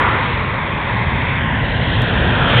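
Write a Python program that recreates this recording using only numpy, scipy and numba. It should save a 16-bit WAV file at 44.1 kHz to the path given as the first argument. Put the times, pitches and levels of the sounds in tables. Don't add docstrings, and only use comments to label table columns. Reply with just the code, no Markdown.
import sys
import numpy as np
from scipy import signal
from scipy.fft import rfft, irfft
from scipy.io import wavfile
from scipy.ndimage import uniform_filter1d, map_coordinates
from numba import njit

SR = 44100
rng = np.random.default_rng(int(sys.argv[2]) if len(sys.argv) > 2 else 0)


def magnitude_from_level(level_db):
    exponent = np.asarray(level_db, float) / 20
    return 10 ** exponent


def unload_wav(signal):
    wavfile.write(
        sys.argv[1],
        SR,
        np.round(np.clip(np.atleast_2d(signal).T, -1, 1) * 32767).astype(np.int16),
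    )


N = 114660


@njit
def resonance(x, hz, width):
    y, swing, store = np.empty(len(x)), 0., 0.
    for i in range(len(x)):
        g = np.tan(np.pi * hz[i] / SR)
        damping = width / hz[i]
        v = (swing + g * (x[i] - store)) / (1 + g * (g + damping))
        swing = 2 * v - swing
        store = store + 2 * g * v
        y[i] = damping * v
    return y


def unit(x):
    return x / np.sqrt(np.mean(x ** 2))


def curve(table, col):
    rows = np.array(table, float)
    return np.interp(np.arange(N) / SR, rows[:, 0], rows[:, col])


def walk(rate):
    hold = int(SR / rate)
    levels = np.repeat(rng.standard_normal(N // hold + 1), hold)
    smooth = uniform_filter1d(uniform_filter1d(levels, hold), hold)
    return 1.3 * smooth[:N]


def band(hz, width):
    x = rng.standard_normal(N)
    for _ in range(2):
        x = resonance(x, hz + np.zeros(N), 1. * width)
    return unit(x)


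def coloured(points):
    p = np.array(points, float)
    f = np.arange(N // 2 + 1) * SR / N + 1e-9
    db = np.interp(np.log(f), np.log(p[:, 0]), p[:, 1], left=-200, right=-200)
    return rfft(rng.standard_normal(N)) * magnitude_from_level(db), f


def above(x, hz, width):
    f = np.arange(N // 2 + 1) * SR / N
    return irfft(rfft(x) * np.clip((f - hz) / width + .5, 0, 1), N)


# [t/s, roar level/dB,
# rumble level/dB, treble tilt of the air/dB per octave, howl level/dB, hiss level/dB, low body level/dB]
APPROACH = [(0, -13.5, -21.5, -4.5, -24.5, -34, -8), (.18, -17.5, -22.5, -1.5, -24.5, -37, -4.5),
            (.28, -20.5, -21, 1.5, -27.5, -36, 2.5), (.45, -21, -21.5, -0.5, -33.5, -44, -2),
            (.7, -23.5, -23, 0, -28, -38, 0), (.9, -21, -21.5, 1.5, -26, -43.5, 0),
            (1.1, -22.5, -19.5, 1, -27, -37, 1.5), (1.3, -20.5, -20, 3.5, -31.5, -37, 2.5),
            (1.5, -20.5, -18, 1, -34, -60.5, -4), (1.7, -23, -18, 5, -42, -41.5, 11),
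            (1.9, -23.5, -16, 3.56, -36, -29.5, 8), (2.1, -20.5, -16.5, -0.5, -33, -29.5, 1.5),
            (2.3, -20.5, -16, 1, -35, -27.5, 6.5), (2.45, -19, -16, 1, -28, -25, 4),
            (2.6, -14.5, -14.5, 5.5, -31.5, -17.5, 14)]
# [f/Hz, level/dB per Hz]
ROAR_COLOUR = [(120, -34), (200, -11), (363, -5.5), (775, -8), (946, -1.5), (1900, -5.5), (2860, -12),
               (3400, -18), (3900, -19.5), (5070, -51), (8580, -120)]
TILT_HZ, BODY_HZ = 1620, 840
SHIMMER_DB, FLICKER_DB = .7, .6


def roar():
    spectrum, f = coloured(ROAR_COLOUR)
    tilt, body = curve(APPROACH, col=3), curve(APPROACH, col=6)
    out = 0
    for step in np.arange(-10, 6):
        slice_shape = np.clip(1 - np.abs(3 * np.log2(f / TILT_HZ) - step), 0, 1)
        centre_hz = TILT_HZ * 2 ** (step / 3)
        db = tilt * step / 3 + body / (1 + (centre_hz / BODY_HZ) ** 6)
        db = db + SHIMMER_DB * walk(0.83) + FLICKER_DB * walk(12)
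        out = out + irfft(spectrum * slice_shape, N) * magnitude_from_level(db)
    return unit(out) * magnitude_from_level(curve(APPROACH, col=1))


# [f/Hz, level/dB per Hz]
RUMBLE_COLOUR = [(13, -36), (22, -18), (54, -3), (118, 2), (211, -7.5), (253, -9.5), (320, -17),
                 (420, -46.5), (700, -120)]


def rumble():
    spectrum, _ = coloured(RUMBLE_COLOUR)
    return unit(irfft(spectrum, N)) * magnitude_from_level(curve(APPROACH, col=2))


def gear_howl():
    hz = 1010 * (1 + 0.025 * walk(2.1))
    return band(hz, 150) * magnitude_from_level(curve(APPROACH, col=4) - 2.5)


# [t/s, centre f/Hz, level/dB]
SLATS = [
    (0, 1900, -23.5),
    (.18, 1900, -32.5),
    (.4, 1930, -46.5),
    (1.8, 1730, -48),
    (2.1, 1640, -41.5),
    (2.3, 1543, -26),
    (2.45, 1346, -21),
    (2.6, 1380, -23),
]


def slat_howl():
    return band(curve(SLATS, col=1), 420) * magnitude_from_level(curve(SLATS, col=2))


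# [f/Hz, level/dB, width/Hz]
FAN = [
    (548, -40.5, 55),
    (1063, -36, 16),
    (1600, -43, 33),
    (3490, -55, 42),
]
FAN_SAG_PER_S, FAN_CHANGE_DB_PER_S = 0.0026, -2.5


def fan_tones():
    t = np.arange(N) / SR - 1.3
    out = 0
    for hz, db, width in FAN:
        tone = band(hz * (1 - FAN_SAG_PER_S * t), width)
        out = out + tone * magnitude_from_level(db + FAN_CHANGE_DB_PER_S * t + 0.5 * walk(6.1))
    return out


def inlet_hiss():
    hz = 3250 * (1 + 0.0083 * walk(2.2))
    return band(hz, 710) * magnitude_from_level(curve(APPROACH, col=5) + 0.52 * walk(10))


# [t/s, lag of the lows off soil/ms, their share/0-1,
# lag of the highs off grass tops/ms, their share/0-1]
GROUND = [(0, 0.45, .1, 0.74, 0.083), (.3, .67, .2, .67, 0.25), (.6, .68, .35, .69, 0.54),
          (.9, 0.75, .4, .69, 0.45), (1.15, .74, 0.5, .68, 0.7), (1.35, 0.83, 0.4, .68, 0.55),
          (1.5, 0.78, .6, 0.82, 0.17), (1.7, 0.82, .65, .8, 0.19), (1.9, 0.81, 0.5, .87, 0.49),
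          (2.15, .9, 0.6, .93, 0.51), (2.35, 0.82, .5, .98, 0.34), (2.6, .93, 0.3, 1.06, 0.3)]
GRASS_HZ = 1740


def ground_echo(jet):
    wobble = 1 + .01 * walk(6)

    def late(col):
        lag = curve(GROUND, col) * wobble * SR / 1000
        return map_coordinates(jet, [np.arange(N) - lag], mode="mirror")

    soil, tops = late(col=1), late(col=3)
    low_share = np.clip(curve(GROUND, col=2), 0, .95)
    high_share = np.clip(curve(GROUND, col=4), 0, .95)
    lows = soil - above(soil, GRASS_HZ, 700)
    return low_share * lows + high_share * above(tops, GRASS_HZ, 600)


# [t/s, level of the very top/dB]
TOP_LEVEL = [
    (0, 3.5),
    (.45, 3.5),
    (.72, -6),
    (1.0, 2),
    (1.25, -7),
    (1.47, -16),
    (1.65, 7),
    (2.6, 1),
]


def vary_top(x):
    return x + (magnitude_from_level(curve(TOP_LEVEL, col=1)) - 1) * above(x, 3740, 500)


def scene():
    jet = roar()
    heard = jet - ground_echo(jet) + rumble() + gear_howl() + slat_howl() + fan_tones() + inlet_hiss()
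    return vary_top(heard)[None]


# [t/s, level/dB, top f/Hz]
TICKS = [(2.0172, -20, 3800), (2.0208, -16.5, 17000), (2.13, -22, 2500), (2.378, -22, 2600),
         (2.42, -57, 20000), (2.4929, -22, 10000), (2.501, -21, 3400), (2.535, -20, 2900),
         (2.546, -44, 16000), (2.574, -20, 3600), (2.5795, -24, 16000)]


def brief_ticks(f):
    return sum(magnitude_from_level(db) * np.exp(-(f / hz) ** 2 - 2j * np.pi * f * s) for s, db, hz in TICKS)


def low_pass(x):
    return signal.sosfilt(signal.butter(12, 15830, fs=SR, output="sos"), x)


# [f/Hz, level/dB]
EDGE = [(3550, 0), (3800, -4.5), (4100, -13), (4350, -24), (4520, -38.5), (4640, -64), (5000, -110)]
SAMPLE_HZ, CEILING = 8000, .75


def record(dry):
    f, t = np.arange(N // 2 + 1) * SR / N, np.arange(N) / SR
    overloaded = CEILING * np.tanh(dry[0] / CEILING)
    kept = irfft(rfft(overloaded) * (f < SAMPLE_HZ / 2), N)
    mirrored = kept * (1 + 2 * np.cos(2 * np.pi * SAMPLE_HZ * t))
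    edge_db = np.interp(f, *np.array(EDGE).T)
    mix = irfft(rfft(mirrored) * magnitude_from_level(edge_db) + brief_ticks(f), N)
    return low_pass(mix[None])


dry = scene()
out = record(dry)
unload_wav(out)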